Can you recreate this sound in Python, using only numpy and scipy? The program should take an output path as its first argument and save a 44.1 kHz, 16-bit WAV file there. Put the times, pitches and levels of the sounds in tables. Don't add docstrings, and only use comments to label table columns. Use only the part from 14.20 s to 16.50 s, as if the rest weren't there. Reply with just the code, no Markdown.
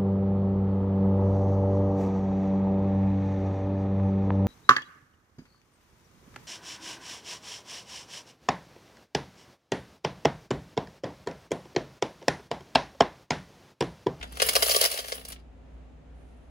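import sys
import numpy as np
from scipy import signal
from scipy.fft import rfft, irfft
from scipy.io import wavfile

SR = 44100
rng = np.random.default_rng(int(sys.argv[2]) if len(sys.argv) > 2 else 0)


def wav_record(signal):
    frames = np.transpose(np.atleast_2d(signal))
    bounded = np.clip(frames, -1, 1)
    quanta = np.round(bounded * 32767).astype(np.int16)
    wavfile.write(sys.argv[1], SR, quanta)


N = 101429

# pitch_hz, level_db
HUM_TONES = [(59.2, -53), (150.7, -66), (258.4, -66.5)]
# time_s, gain_db
HUM_SWELL = [(0, 4.5), (.4, 5), (.62, -3), (.8, -10), (.95, 0), (1.9, 3.5), (2.3, -2.5)]
# pitch_hz, gain_db
AIR_COLOUR = [(15, -34.5), (25, -8.5), (63, -3), (82, -6), (114, -14), (157, -13.5), (200, -13.5),
              (256, -10.5), (326, -17.5), (677, -18.5), (1040, -28), (2690, -35), (5570, -48),
              (6560, -46), (16000, -68)]
# time_s, gain_db
AIR_SWELL = [(0, 4.5), (.4, 4.5), (.7, -5.5), (1.0, 1), (1.3, 0), (1.55, 2), (1.8, 0.5), (2.05, 2),
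             (2.3, 1)]
# pitch_hz, likeness_0_to_1
AIR_LIKENESS = [(50, 0.78), (200, 0.65), (600, 0.19), (1500, 0.199), (16000, .1)]
# time_s, level_db
RUSTLE_LEVEL = [(1.2, -105), (1.42, -102), (1.52, -87.5), (1.62, -100), (1.88, -102), (1.98, -78.5),
                (2.1, -80), (2.3, -84)]
# pitch_hz, gain_db
RUSTLE_COLOUR = [(3000, -20), (4500, -10), (6700, -4.5), (7800, -11), (8900, 3.5), (9600, -5.5), (10800, 2),
                 (12500, -16), (16000, -28.5)]
# pitch_hz, fade_s
ROOM_FADE = [(100, .35), (500, .34), (3000, .3), (8000, .2), (16000, 0.074)]
# pitch_hz, left_minus_right_db
LEFT_LOUDER = [(100, 4), (400, 12.5), (650, 1), (1100, 7), (2200, -3), (3100, 4), (5200, 0), (7000, 3),
               (9600, -4.5), (12000, 0.5), (15000, 0)]
# pitch_hz, lead_radians
LEFT_LEAD = [(0, 0), (420, .6), (700, 1.4), (1000, 3), (1900, 3.9), (2300, 6.4), (3200, 8.1), (3800, 11),
             (5050, 13.6), (5800, 17.6), (7300, 20.2), (10000, 19), (11700, 18.7), (12900, 15.7),
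             (14000, 15.7), (15000, 19)]
# pitch_hz, gain_db, fade_s
HOUSING_TONES = [(439.4, -5, 0.044), (540, -23.5, .04), (544.7, -0.5, 0.037), (612, -5.5, 0.015),
                 (666, 0.5, 0.028), (693, -12.5, .035), (1158, -5.5, 0.05)]
# pitch_hz, width_hz, gain_db
FLOOR_RINGS = [(1160, 60, 3), (1570, 90, 0), (1820, 50, 0), (2090, 90, 3), (2480, 60, 0), (2895, 50, 6),
               (3088, 45, 7), (3252, 28, 11), (3820, 60, 1), (4128, 35, 8), (4272, 30, 5), (4372, 25, 7),
               (4550, 70, 3), (4955, 55, 13), (5075, 55, 11), (5680, 70, 8), (5790, 50, 4), (6340, 60, 3),
               (7243, 35, 11), (7870, 70, 2), (8160, 40, 2), (9805, 40, 4), (10264, 40, 5), (10400, 50, 3),
               (10970, 40, 3), (12620, 35, 5), (15235, 40, 2)]
# pitch_hz, gain_db, fade_s
COIN_TONES = [(9200, -17, .12), (9590, -11.5, 0.052), (10260, -1.5, .16), (11170, -8.5, .15),
              (11680, -3, 0.1285), (12250, -6, .12), (15235, 10, .14), (15700, 8, .14)]
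# pitch_hz, gain_db
CLATTER_COLOUR = [(100, -19), (300, -20.5), (450, -9.5), (800, 4.5), (950, -0.5), (1400, 1.5), (2500, -1),
                  (4400, -1.5), (6000, -4.5), (8500, -6.5), (10300, 0.5), (12200, -0.5), (13000, -7),
                  (14000, -12.5), (15000, -7), (16000, -3.5)]
# pitch_hz, likeness_0_to_1
TOUCH_LIKENESS = [(100, 1), (700, 1), (1500, 0.5), (5000, 0.22), (8500, 1), (10500, 0.75), (16000, 0.43)]
BAND_EDGES_HZ = [1900, 3500, 8000]
# time_s, scrape_db, jingle_db
SLIDE_LEVELS = [(0, -53.5, -68.5), (0.102, -55.5, -69.5), (0.241, -32, -38), (0.272, -30.5, -34.5),
                (0.315, -31, -39), (0.383, -35, -36), (0.47, -29, -28.5), (0.53, -25.5, -28.5),
                (0.595, -30.5, -32), (0.637, -23, -34), (0.688, -36, -39), (0.73, -32.5, -36.5),
                (0.825, -43, -49.5), (0.9, -39, -44), (0.964, -44.5, -48.5), (1.035, -54.5, -61.5),
                (1.11, -45, -64), (1.15, -89, -126), (1.2, -59, -77)]
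# start_s, contact_s, thud_db, knock_db, clack_db, chink_db, sparkle_db
KNOCKS = [(0.012, 0.0046, -56.5, -47.5, -40.5, -54.5, -70.5), (0.028, 0.0043, -46, -43, -34.5, -41, -60),
          (0.039, 0.004, -54.5, -40, -47, -61.5, -55), (0.122, 0.004, -57, -51, -56, -60, -45),
          (0.171, 0.004, -58, -42, -41, -45.5, -42.5), (0.1995, 0.004, -32, -38.5, -23.5, -27.5, -41.5),
          (0.2192, 0.0071, -21.5, -23.5, -20.5, -18, -19.5), (0.264, 0.004, -44, -43.5, -43, -41.5, -24),
          (0.273, 0.004, -50, -41.5, -46, -38.5, -30), (0.288, 0.0069, -31, -28.5, -23.5, -20, -19),
          (0.334, 0.0037, -44, -34.5, -39.5, -31, -28), (0.3537, 0.012, -24.5, -28.5, -20, -15.5, -17.5),
          (0.363, 0.004, -20.5, -24.5, -38.5, -31, -32.5), (0.4235, 0.0051, -27, -29, -22.5, -21.5, -23.5),
          (0.428, 0.004, -26.5, -39, -29, -20.5, -21), (0.463, 0.004, -29, -37, -38.5, -25, -48),
          (0.483, 0.004, -42.5, -33.5, -36, -38, -27.5), (0.495, 0.012, -26, -48.5, -30, -21, -37.5),
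          (0.511, 0.004, -40, -45, -27.5, -18.5, -39), (0.546, 0.0025, -26, -49, -24, -24.5, -28.5),
          (0.562, 0.004, -21, -47.5, -43.5, -18, -19), (0.6125, 0.0033, -26, -43, -24.5, -18.5, -16.5),
          (0.625, 0.004, -37, -58, -41.5, -28, -33), (0.639, 0.0061, -29.5, -41, -33, -21.5, -19.5),
          (0.652, 0.0067, -30, -32, -25.5, -19, -24), (0.658, 0.0045, -30, -44, -47, -25.5, -24.5),
          (0.715, 0.004, -49.5, -50, -35.5, -31, -26.5), (0.741, 0.004, -38.5, -63.5, -43.5, -34.5, -43),
          (0.775, 0.004, -47, -43, -34, -34, -32), (0.788, 0.0059, -34, -49.5, -33.5, -29, -44),
          (0.798, 0.0057, -44, -49.5, -39, -36, -35), (0.844, 0.004, -43.5, -46.5, -41.5, -42, -52),
          (0.883, 0.0034, -41, -47.5, -43, -37.5, -35), (0.921, 0.0056, -31, -39.5, -32.5, -29, -44),
          (0.952, 0.004, -53.5, -62, -47, -65, -35.5), (0.98, 0.0039, -49.5, -46.5, -42.5, -60, -56),
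          (1.013, 0.004, -55, -54, -49, -61, -51), (1.051, 0.004, -48.5, -55, -49, -40, -39),
          (1.085, 0.0045, -57.5, -51, -55, -45.5, -35), (1.102, 0.0024, -49.5, -60, -48, -64, -39),
          (1.121, 0.0057, -56, -49.5, -45.5, -40, -39), (1.129, 0.0021, -66, -62, -47, -45, -57),
          (1.161, 0.0046, -60, -72, -50, -69, -82)]


def amp(db):
    return 10 ** (np.asarray(db) / 20)


def unit(x):
    return x / np.sqrt(np.mean(x ** 2) + 1e-20)


def read(points, hz):
    pitch, value = np.transpose(points)
    return np.interp(np.log(hz + 1), np.log(pitch + 1), value)


def add(mix, start_s, sound):
    part = mix[:, max(round(start_s * SR), 0):][:, :sound.shape[-1]]
    part += sound[..., :part.shape[-1]]


def noise(size, likeness):
    left, other = rfft(rng.standard_normal((2, size)))
    alike = np.clip(read(likeness, np.fft.rfftfreq(size, 1 / SR)), 0, 1)
    return irfft(np.array([left, alike * left + np.sqrt(1 - alike ** 2) * other]), size)


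def coloured(x, colour):
    return unit(irfft(rfft(x) * amp(read(colour, np.fft.rfftfreq(N, 1 / SR))), N))


def ring(x, response):
    return signal.fftconvolve(np.atleast_2d(x), np.atleast_2d(response), axes=1)[:, :x.shape[-1]]


def fading_tones(table, t, spread_db, detune=.012):
    hz, db, fade_s = np.transpose(table)[:, :, None]
    pitch_luck, level_luck = rng.standard_normal((2, len(table), 1))
    level = amp(db + spread_db * level_luck - 60 * t / fade_s)
    return level * np.sin(2 * np.pi * hz * (1 + detune * pitch_luck) * t)


def shop(waver_depth=.16, air_db=-54.5):
    t = np.arange(N) / SR

    def waver():
        waves = [np.cos(2 * np.pi * (hz * t + rng.random())) / np.sqrt(hz)
                 for hz in rng.uniform(1, 9, 12)]
        return waver_depth * unit(sum(waves))

    hum = sum(amp(db) * np.sqrt(2) * (1 + waver()) * np.sin(2 * np.pi * hz * t + waver())
              for hz, db in HUM_TONES)
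    hum *= amp(np.interp(t, *np.transpose(HUM_SWELL)))
    air = coloured(noise(N, AIR_LIKENESS), AIR_COLOUR)
    return hum + air * amp(air_db + np.interp(t, *np.transpose(AIR_SWELL)))


def rustle():
    grains = noise(N, AIR_LIKENESS) * amp(2 * np.repeat(rng.standard_normal(N // 200 + 1), 200)[:N])
    level = amp(np.interp(np.arange(N) / SR, *np.transpose(RUSTLE_LEVEL)))
    return coloured(grains, RUSTLE_COLOUR) * level


def room_echo(x, level_db=-20, rise_s=.012):
    hz, t, hiss = signal.stft(rng.standard_normal((2, SR // 2)), SR, nperseg=256)
    fade = amp(-60 * t / read(ROOM_FADE, hz)[:, None])
    tail = signal.istft(hiss * fade * np.minimum(t / rise_s, 1), SR, nperseg=256)[1]
    return amp(level_db) * ring(x, tail / np.linalg.norm(tail[0]))


def place_left(x):
    hz = np.fft.rfftfreq(2 * N, 1 / SR)
    side = amp(read(LEFT_LOUDER, hz) / 2) * np.exp(.5j * np.interp(hz, *np.transpose(LEFT_LEAD)))
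    return irfft(rfft(x, 2 * N) * np.array([side, 1 / side]))[:, :N]


def housing_thud(t, pitch_shift=.032, rise_s=.0019):
    signs = (-1) ** (np.arange(len(HOUSING_TONES)) // 2)
    tones = fading_tones(HOUSING_TONES, t * (1 + pitch_shift * rng.uniform(-1, 1)), spread_db=2.5)
    return (signs[:, None] * tones).sum(0) * (1 - np.exp(-t / rise_s))


def floor_bands(ring_db, size, ripple_db=3.2, ripple_hz=22):
    hz = abs(np.fft.fftfreq(size, 1 / SR))
    grid = np.arange(0, SR, ripple_hz)
    weak_rings = amp(ripple_db * np.interp(hz, grid, np.clip(rng.standard_normal(len(grid)), -2, 2)))
    strong_rings = sum(amp(db + ring_db) ** 2 / (1 + (2 * (hz - pitch) / width) ** 2)
                       for pitch, width, db in FLOOR_RINGS)
    gain = amp(read(CLATTER_COLOUR, hz)) * np.sqrt(weak_rings ** 2 + strong_rings)
    below = [0 * hz] + [1 / (1 + (hz / edge) ** 12) for edge in BAND_EDGES_HZ] + [1 + 0 * hz]
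    log_gain = np.log(gain * np.sqrt(abs(np.diff(below, axis=0))) + 1e-4)
    return np.fft.ifft(np.exp(np.conj(signal.hilbert(log_gain)))).real[:, :size // 2]


def coin_ring(t):
    return unit(fading_tones(COIN_TONES, t, spread_db=7).sum(0)) / np.sqrt(len(t))


def coin_clink(t, low_hz=2679, high_hz=6816, fade_s=.065):
    hz = low_hz * (high_hz / low_hz) ** rng.random((3, 1))
    return unit(np.sin(2 * np.pi * hz * t).sum(0) * amp(-60 * t / fade_s)) / np.sqrt(len(t))


def sliding_coins(coin_count=18, touches_per_s=1900, spread_db=4.5, tick_fade_s=.014):
    bands = floor_bands(ring_db=-5.5, size=8192)
    t, now = np.arange(SR // 5) / SR, np.arange(N) / SR
    times, *levels_db = np.transpose(SLIDE_LEVELS)
    scrape_level, jingle_level = (amp(np.interp(now, times, db, right=-120)) for db in levels_db)
    touching = rng.random(N) < touches_per_s / SR
    touches = unit(touching * amp(spread_db * np.minimum(rng.exponential(1, N), 3)))
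    active_coin = (rng.integers(0, 5, N) + np.arange(N) // 900) % coin_count
    lower_bands = rfft(bands[:-1])
    floor = irfft(np.sqrt((abs(lower_bands) ** 2).sum(0)) * np.exp(1j * np.angle(lower_bands.sum(0))))
    same_energy = lambda x: unit(x) / np.sqrt(2 * len(t))
    out = np.zeros((2, N))
    for coin in range(coin_count):
        tick = same_energy(noise(len(t), TOUCH_LIKENESS) * amp(-60 * t / tick_fade_s))
        scrape = same_energy(ring(tick + amp(-4.5) * coin_clink(t) / 2, floor)) * amp(-.5)
        scrape += same_energy(housing_thud(t)) * amp(-9)
        jingle = same_energy(ring(tick + amp(-5.5) * coin_ring(t) / 2, bands[-1])) * amp(4)
        for i in np.flatnonzero((active_coin == coin) * touches * (now < times[-1])):
            add(out, i / SR, touches[i] * (scrape_level[i] * scrape + jingle_level[i] * jingle))
    return out


def knocking_coins(rise_s=.00027, fade_s=.023, tail_fade_s=.13, thud_delay_s=.00069, hard_db=-19):
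    out, t = np.zeros((2, N)), np.arange(SR // 5) / SR
    same_attack = lambda x: x / np.sqrt(np.mean(x[..., :900] ** 2) * 4.5)
    for start_s, contact_s, thud_db, *bands_db in KNOCKS:
        fade = amp(-60 * np.maximum(t - contact_s, 0) / fade_s)
        tail = amp(-20 - 60 * t / tail_fade_s)
        rattle = amp(2.5 * np.repeat(rng.standard_normal(len(t)), 24)[:len(t)])
        burst = noise(len(t), TOUCH_LIKENESS) * (fade + tail) * rattle * (1 - np.exp(-t / rise_s))
        ringing = (amp(-16.5) * coin_ring(t) + amp(-8) * coin_clink(t)) / 2
        snap = amp(-8) * (t == 0)
        burst += np.linalg.norm(burst[0]) * (ringing + snap)
        bands = floor_bands(ring_db=1.5 + .3 * (bands_db[2] - hard_db), size=4096)
        for band, db in zip(bands, bands_db):
            add(out, start_s, amp(db + .5) * same_attack(ring(burst, band)))
        add(out, start_s + thud_delay_s, amp(thud_db + 1.5) * same_attack(housing_thud(t)))
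    return out


def scene():
    coins = place_left(knocking_coins() + sliding_coins())
    return coins + room_echo(coins) + shop() + rustle()


def record(dry, low_cut_hz=36, high_cut_hz=15760):
    dry = signal.sosfilt(signal.butter(4, low_cut_hz, "highpass", fs=SR, output="sos"), dry)
    treble_cut = signal.firwin(511, high_cut_hz, window=("kaiser", 9), fs=SR)
    return signal.oaconvolve(dry, treble_cut[None], "same")


dry = scene()
out = record(dry)
wav_record(out)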